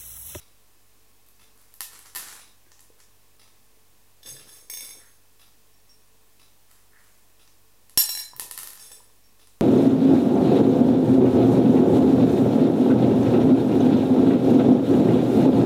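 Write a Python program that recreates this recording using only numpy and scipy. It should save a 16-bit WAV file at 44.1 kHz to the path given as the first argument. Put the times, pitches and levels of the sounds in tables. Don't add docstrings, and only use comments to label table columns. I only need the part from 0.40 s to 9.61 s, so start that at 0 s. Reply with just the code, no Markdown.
import sys
import numpy as np
from scipy import signal
from scipy.fft import rfft, irfft, next_fast_len
from scipy.io import wavfile

SR = 44100
rng = np.random.default_rng(int(sys.argv[2]) if len(sys.argv) > 2 else 0)


def transcribe(signal):
    frames = np.atleast_2d(signal).T
    limited = np.clip(frames, -1, 1)
    pcm = np.round(limited * 32767).astype(np.int16)
    wavfile.write(sys.argv[1], SR, pcm)


def voltage_ratio(level):
    return 10 ** (np.asarray(level, float) / 20)


N = 406161

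# f/Hz, density/dB per Hz
HISS = [(71, -49.5), (120, -10.5), (166, -11), (192, -8), (294, -5.5), (407, -9), (433, -23), (470, -9.5),
        (1100, -9.5), (1300, -14), (15600, -13.5)]
HISS_DB, RUMBLE_DB = -61, -76.5
# f/Hz, level/dB rms
HUM = [(48.4, -72), (96.9, -72.5), (209.9, -83.5), (441.4, -79), (1082, -86), (1771, -87), (2579, -85.5)]

# t after the tick/s, level/dB
TICK_PARTS = [
    (-.025, -1.5),
    (-.006, -1.5),
    (.008, -5),
    (.03, -20.5),
    (0.057, -8),
]
TICK_EXTRA_DB = [-4, -2.7, 2.5, 0, 2, -1, -2.5, -4, -13, -3.3]
# f/Hz, width/Hz (unused), level/dB
CLOCK_CASE = [(1360, 29, -7), (2740, 9.3, -6), (3920, 14, -2), (5070, 140, -3.5), (5830, 15, -6),
              (7100, 33, -14), (10800, 96, -3)]
FIRST_TICK_S, TICK_DB = 0.019, -53.5

# f/Hz, width/Hz, level/dB
TABLE_MODES = [(828, 54, -0.5), (1026, 34, -3.5), (1300, 27, -14.5), (1800, 66, 4.5), (2530, 120, 6)]
# t/s, peak/dB, ping/Hz
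TAPS = [(1.4066, -15, 11800), (1.7499, -22.5, 11600), (1.7577, -20, 11400), (1.7627, -18, 11800),
        (1.4166, -24, 12200), (1.591, -33, 10900), (1.7601, -26, 12000), (1.7677, -24, 12500),
        (1.7728, -22, 12000), (6.3138, -42, 12100), (7.496, -37, 10800), (9.0724, -42, 9600)]
# t/s, peak/dB, ping/Hz
BOUNCES = [
    (7.9969, -13.5, 11200),
    (8.112, -18.5, 10800),
    (8.1771, -18, 11900),
    (8.1885, -21.5, 9700),
    (8.2323, -21.5, 12000),
    (8.2734, -23, 12100),
    (8.304, -29, 10800),
    (8.3332, -30.5, 12000),
    (8.355, -34, 11900),
]
# t/s, peak/dB, ping/Hz
TINKS = [(0.8648, -47, 11900), (0.8867, -41, 12700), (1.1767, -46, 10500), (1.215, -44, 13100),
         (1.34, -33, 12300), (1.8134, -35, 11600), (1.8422, -65, 10300), (2.406, -37.5, 10800),
         (4.1764, -45, 12300), (7.964, -26, 13900), (8.065, -33, 11600)]
# t/s, peak/dB, ping/Hz
TOCKS = [
    (1.5438, -49, 6400),
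    (1.6594, -36.5, 5500),
    (1.885, -28, 6670),
    (2.3181, -38, 6260),
    (2.393, -40, 7300),
    (2.603, -40.5, 6000),
    (7.0765, -43.5, 5630),
    (8.3746, -35, 6870),
]
# body/dB, table knock/dB
CLICK_KINDS = [
    (-1.5, -28.5),
    (-3.5, -30.5),
    (-8.5, -38),
    (0, -24.5),
]
PING_PEAK_CYCLES = 0.8
# t/s, length/s, level/dB, sag/dB per s
DRAGS = [
    (1.01, 0.018, -63, 5),
    (1.176, .15, -68, 3),
    (1.53, 0.066, -47, 121),
    (1.664, 0.006, -51, 100),
    (1.78, 0.2, -43.5, 37),
    (8.19, 0.24, -50.5, 57),
    (2.6, 0.0067, -60, 5),
    (6.31, 0.13, -60.5, 100),
    (6.6, 0.42, -64, 44),
]
# f/Hz, density/dB per Hz
DRAG_COLOUR = [(300, 3), (1040, 3), (2000, 2), (5000, -3.5), (11000, -1), (16000, -16)]
DRAG_KNOCK_DB = -25.5
# delay/s, share
MIRROR = [(.00032, -.6), (.00067, .4), (.00115, -.3)]

# t/s, length/s, level/dB, sag/dB per s
THUDS = [
    (1.77, 0.24, -65, 83),
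    (3.89, .2, -50, 90),
    (7.95, 0.17, -58, 82),
    (8.19, 0.016, -64, 50),
]
# t/s, length/s, level/dB, sag/dB per s
RUMBLES = [
    (1.75, .25, -64, 82),
    (3.826, .42, -53, 33),
    (4.3, .03, -65, 370),
    (4.34, 0.26, -60, 8.1),
    (8.0, 0.22, -49.5, 96),
    (8.24, .2, -59.5, 79),
    (8.5, 0.34, -59, 80),
]
# t/s, peak/dB, f/Hz
BUMPS = [
    (2.268, -54, 342),
    (2.502, -44, 470),
    (3.373, -54, 433),
    (7.934, -35, 976),
    (8.02, -35.5, 984),
    (8.604, -45, 970),
    (8.925, -54, 310),
]
# t/s, peak/dB, rise/s
PUSH = (7.5748, -17, 0.00028)
RISE_DB_PER_S, RELEASE_DB_PER_S = 590, 318

# t/s, length/s, level/dB, sag/dB per s
SCUFFS = [
    (2.265, 0.008, -68.5, 53),
    (4.61, 0.051, -62, 27),
    (6.54, 0.047, -62.5, 24),
]
SCUFF_HZ, SCUFF_WIDTH_HZ = 1770, 510

# rim/dB, well/dB, under the fingers/dB, far side/dB
PLATE_DB = [(-15, -21, -8.5, -13), (-20.5, -7, -17, -30.5), (-19.5, -22, -11, -28), (-25, -26, -4, -45),
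            (-24, -9.5, 1.5, -15), (-6, -15.5, -5, -24), (-14.5, -12, -0.5, -10), (-32.5, -7, 5, -7),
            (-4.5, -4.5, -20, -14), (-15.5, -1, 0.5, -13), (-10.5, -23, -51, -12), (-15, -13, 1, -4),
            (-16.5, -1, 0, -22), (-17, -2.5, -11, -1.5), (-10.5, -22, -2, -17), (-33, -1, -25, -19),
            (-13.5, -28, 6, 1.5), (-41, -30, -14, -22), (-5, 1, -7, -17), (-28.5, -24, 1, -2),
            (-19.5, -2, 5, -31), (-41, -10, -5, -22), (-11.5, -21, 1, -10), (-24, -2, 3, -16),
            (-1, -41, -21, -20), (-15, -33, -15, -32), (-34, -3, -9, -38), (-10, -11, 2, -8),
            (-36, -17, -39, -31), (-12.5, 2, -38, -42)]
PLATE_HZ = [1735, 2260, 2822, 3420, 3590, 4066, 4885, 5440, 5522, 6422, 7082, 7890, 8525, 8710, 8803]
PLATE_HZ_TOP = [9890, 10000, 10470, 10640, 10780, 11150, 11640, 11849, 12030, 12570, 12645, 13630, 13790,
                14420, 14765]
DAMPING = [0.51, 0.31, 0.47, 0.32]
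FOOT_DB = [-28, -28, -15, -18.5]
# f/Hz, level/dB, t60/s
FOOT_ROCK = [(656, -31.5, 0.096), (866, -35, 0.18), (980, -28, 0.041)]
# t/s, peak/dB
RIM_BLOWS = [
    (7.5745, 0),
    (7.6916, -13),
    (7.7502, -20.5),
    (7.7734, -18),
    (7.7912, -26),
    (7.8081, -29),
    (7.8494, -44),
]
# t/s, peak/dB
WELL_BLOWS = [
    (4.2987, -23.5),
    (4.337, -24.5),
    (4.3721, -25.5),
    (4.4071, -26.5),
    (4.449, -37),
    (4.4894, -33.5),
    (4.5085, -34),
]
# t/s, peak/dB
FINGER_BLOWS = [
    (3.8303, -47),
    (3.8596, -40),
    (3.8885, -50),
    (3.9656, -46.5),
    (4.0908, -51),
]
# t/s, peak/dB
FAR_BLOWS = [
    (8.3964, -34),
    (8.5036, -45),
    (8.517, -30),
]
# t/s, length/s, rattle/dB, sag/dB per s
STIRS = [
    (3.87, 0.12, -42.5, 141),
    (4.07, 0.12, -52, 6),
    (4.42, 0.3, -45, 79),
    (8.41, 0.46, -46.5, 93),
]
# t/s, peak/dB, f/Hz, t60/s
PINGS = [
    (5.005, -62, 12950, .1),
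    (5.055, -64, 12950, .1),
    (5.336, -66, 5522, 0.098),
    (5.494, -53, 5550, 0.062),
    (5.5, -62, 8525, 0.06),
    (6.681, -66, 6800, 0.07),
    (8.839, -63, 5522, 0.079),
]
RING_S, RING_TOP_S, TOP_FROM_HZ = 0.1, 0.08, 9300
HARD_DB, BRIGHT_DB_PER_DB = -3, 0.1826

# delay/s, level/dB
ECHOES = [(.0048, -18), (.0119, -13), (.0186, -14)]
# f/Hz, t60/s
ROOM_T60 = [(200, 0.36), (1000, 0.74), (2500, 0.34), (5000, 0.41), (9000, 0.36), (15000, 0.22)]
CEILING_S, CEILING_DB = 0.0102, -4
SCATTER_S, SCATTER_DB = 0.003, -14
ROOM_RISE_S, ROOM_DB, ROOM_BASS_CUT_HZ = 0.010, 4, 4570
OVERLOAD, EDGE_HZ, OFFSET = 1.4, 15950, 0.0018


def evened(x):
    return x / np.sqrt(np.mean(x ** 2) + 1e-20)


def read(points, hz):
    f, value = np.transpose(points)
    return np.interp(np.log(hz + 1), np.log(f + 1), value)


def add(mix, s, sound):
    part = mix[round(s * SR):][:len(sound)]
    part += sound[:len(part)]


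def stroke_gain(strokes):
    t, gain = np.arange(0, N, 50) / SR, 0
    for s, length, db, sag_db_per_s in strokes:
        u = t - s
        rise_db = RISE_DB_PER_S * np.minimum(u, 0)
        sag_db = sag_db_per_s * np.clip(u, 0, length)
        release_db = RELEASE_DB_PER_S * np.maximum(u - length, 0)
        gain = gain + voltage_ratio(db + rise_db - sag_db - release_db)
    return np.interp(np.arange(N) / SR, t, gain)


def coloured(x, points):
    size = next_fast_len(len(x))
    gain = voltage_ratio(read(points, np.fft.rfftfreq(size, 1 / SR)))
    return evened(irfft(rfft(x, size) * gain, size)[:len(x)])


def ring(x, hz, width_hz):
    r, turn = np.exp(-np.pi * width_hz / SR), 2 * np.pi * hz / SR
    return signal.lfilter([0, np.sin(turn)], [1, -2 * r * np.cos(turn), r * r], x)


def grains(per_s, spread_db):
    size = voltage_ratio(spread_db * np.minimum(rng.exponential(1, N), 4))
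    size = size * rng.choice([-1., 1.], N)
    return evened(size * (rng.random(N) < per_s / SR))


def background():
    t = np.arange(N) / SR
    out = voltage_ratio(HISS_DB) * coloured(rng.standard_normal(N), HISS)
    out += voltage_ratio(RUMBLE_DB) * evened(ring(rng.standard_normal(N), 87, 90))
    for hz, db in HUM:
        steady = np.sqrt(2) * np.sin(2 * np.pi * hz * t)
        waver = evened(ring(rng.standard_normal(N), hz, 0.99 + 0.043 * hz))
        out += voltage_ratio(db) * (steady + min(hz / 500, 1) * waver)
    return out


def clock():
    drive, t = np.zeros(N), np.arange(900) / SR
    for second in range(10):
        for s, db in TICK_PARTS:
            shake = rng.standard_normal(900) * t / 0.0027 * np.exp(-t / 0.0031)
            start_s = max(FIRST_TICK_S + second + s, 0)
            add(drive, start_s, voltage_ratio(db + TICK_EXTRA_DB[second]) * shake)
    case = np.zeros(N)
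    for hz, _, db in CLOCK_CASE:
        width_hz = 0.12 * hz
        case += voltage_ratio(db) * ring(drive, hz, width_hz) * np.sqrt(width_hz / 3000)
    return voltage_ratio(TICK_DB) * (case + 1.3 * drive)


def click(peak_db, hz, body_db, knock_db):
    t = np.arange(900) / SR
    u = t * hz / PING_PEAK_CYCLES
    ping = np.sin(2 * np.pi * hz * t) * u * np.exp(1 - u)
    body = np.sin(2 * np.pi * 4500 * t) * np.exp(-t / 0.00007)
    body = signal.lfilter(*signal.butter(2, 900, "high", fs=SR), body)
    knock = np.zeros(900)
    for f, width_hz, db in TABLE_MODES:
        knock += voltage_ratio(db) * np.sin(2 * np.pi * f * t) * np.exp(-np.pi * width_hz * t)
    return voltage_ratio(peak_db - 0.5) * (ping - voltage_ratio(body_db + 5.5) * body + voltage_ratio(knock_db) * knock)


def beads():
    patter, drag = grains(1000, 3.6), stroke_gain(DRAGS)
    out = voltage_ratio(-4.5) * drag * coloured(patter, DRAG_COLOUR)
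    top = sum(voltage_ratio(db) * ring(patter, hz, width_hz) for hz, width_hz, db in TABLE_MODES)
    out += voltage_ratio(DRAG_KNOCK_DB) * drag * evened(top)
    for rows, kind in zip([TAPS, BOUNCES, TINKS, TOCKS], CLICK_KINDS):
        for s, peak_db, hz in rows:
            add(out, s, click(peak_db, hz, *kind))
    return out


def hands():
    thud = ring(ring(rng.standard_normal(N), 136, 42), 136, 42)
    out = stroke_gain(THUDS) * evened(thud)
    out += stroke_gain(RUMBLES) * evened(ring(grains(120, 1.0), 467, 180))
    t = np.arange(900) / SR
    for s, peak_db, hz in BUMPS:
        add(out, s, voltage_ratio(peak_db) * np.sin(2 * np.pi * hz * t) * np.exp(-t / 0.0044))
    push_s, push_db, rise_s = PUSH
    add(out, push_s, voltage_ratio(push_db) * t / rise_s * np.exp(1 - t / rise_s))
    return out


def cuff():
    rub = ring(grains(2800, 3.5), SCUFF_HZ, SCUFF_WIDTH_HZ)
    return stroke_gain(SCUFFS) * evened(ring(rub, SCUFF_HZ, 2 * SCUFF_WIDTH_HZ))


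def chime(place, bright_db):
    t = np.arange(9000) / SR
    hz = np.array(PLATE_HZ + PLATE_HZ_TOP)
    spot_db = 2.5 * rng.standard_normal(len(hz))
    sign = np.sign(rng.standard_normal(len(hz)))
    db = np.array(PLATE_DB)[:, place] + bright_db * np.log2(hz / 8000) + spot_db
    held = np.minimum(hz / 3600, 1)
    t60_s = np.where(hz < TOP_FROM_HZ, RING_S, RING_TOP_S) * held * DAMPING[place]
    modes = voltage_ratio(db - 60 * t[:, None] / t60_s) * np.sin(2 * np.pi * hz * t[:, None])
    swell = 1 - np.exp(-t / 0.0006)
    rock = np.zeros(9000)
    for f, foot_db, foot_t60_s in FOOT_ROCK:
        rock += voltage_ratio(foot_db - 60 * t / foot_t60_s) * np.sin(2 * np.pi * f * t)
    return modes @ sign * swell + rock


def plate():
    out, stir = np.zeros(N), stroke_gain(STIRS)
    for place, blows in enumerate([RIM_BLOWS, WELL_BLOWS, FINGER_BLOWS, FAR_BLOWS]):
        for s, peak_db in blows:
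            bright_db = BRIGHT_DB_PER_DB * (peak_db - HARD_DB)
            add(out, s, voltage_ratio(peak_db - 11.5) * chime(place, bright_db))
            add(out, s, click(peak_db - 5, 12500, -2.2, FOOT_DB[place]))
    for place in (1, 2, 3):
        patter = stir * grains(150, 2.3)
        out += voltage_ratio(-37.5) * signal.oaconvolve(patter, chime(place, 0))[:N]
    t = np.arange(9000) / SR
    for s, peak_db, hz, t60_s in PINGS:
        add(out, s, voltage_ratio(peak_db - 60 * t / t60_s) * np.sin(2 * np.pi * hz * t))
    bead_on_bead = coloured(grains(1500, 0.87), DRAG_COLOUR)
    return out + voltage_ratio(-11.5) * stir * bead_on_bead


def room(x):
    t = np.arange(1500) / SR
    early = voltage_ratio(SCATTER_DB) * rng.standard_normal(1500) * np.exp(-t / SCATTER_S)
    for s, db in ECHOES:
        early[round(s * SR)] = voltage_ratio(db)
    early[round(CEILING_S * SR)] = voltage_ratio(CEILING_DB)
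    bright = signal.lfilter(*signal.butter(1, 6000, "high", fs=SR), x)
    out = x + signal.oaconvolve(bright, early)[:N]
    for k in range(3):
        hz, t, z = signal.stft(rng.standard_normal(SR), SR, nperseg=256)
        decay = voltage_ratio(-60 * t / read(ROOM_T60, hz)[:, None])
        tail = signal.istft(z * decay, SR, nperseg=256)[1]
        tail = signal.lfilter(*signal.butter(1, ROOM_BASS_CUT_HZ, "high", fs=SR), tail)
        tail *= 1 - np.exp(-(np.arange(len(tail)) / SR / ROOM_RISE_S) ** 2)
        share = np.sqrt(2 / 3) * np.cos(2 * np.pi * (1.3 * np.arange(N) / SR + k / 3))
        out += voltage_ratio(ROOM_DB) * signal.oaconvolve(x * share, tail / np.linalg.norm(tail))[:N]
    return out


def scene():
    low, ringing, loose = hands(), plate(), beads()
    airborne = ringing + loose + clock() + cuff() + 0.66 * low
    out = room(airborne) + 0.083 * low + background()
    for s, share in MIRROR:
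        add(out, s, share * loose)
    return out[None]


def band_limit(x):
    return signal.sosfilt(signal.butter(12, 17070, fs=SR, output="sos"), x)


def record(dry):
    rounded = OVERLOAD * np.tanh(dry / OVERLOAD)
    limited = signal.oaconvolve(rounded, signal.firwin(255, EDGE_HZ, fs=SR)[None], "same")
    return band_limit(limited + OFFSET)


dry = scene()
out = record(dry)
transcribe(out)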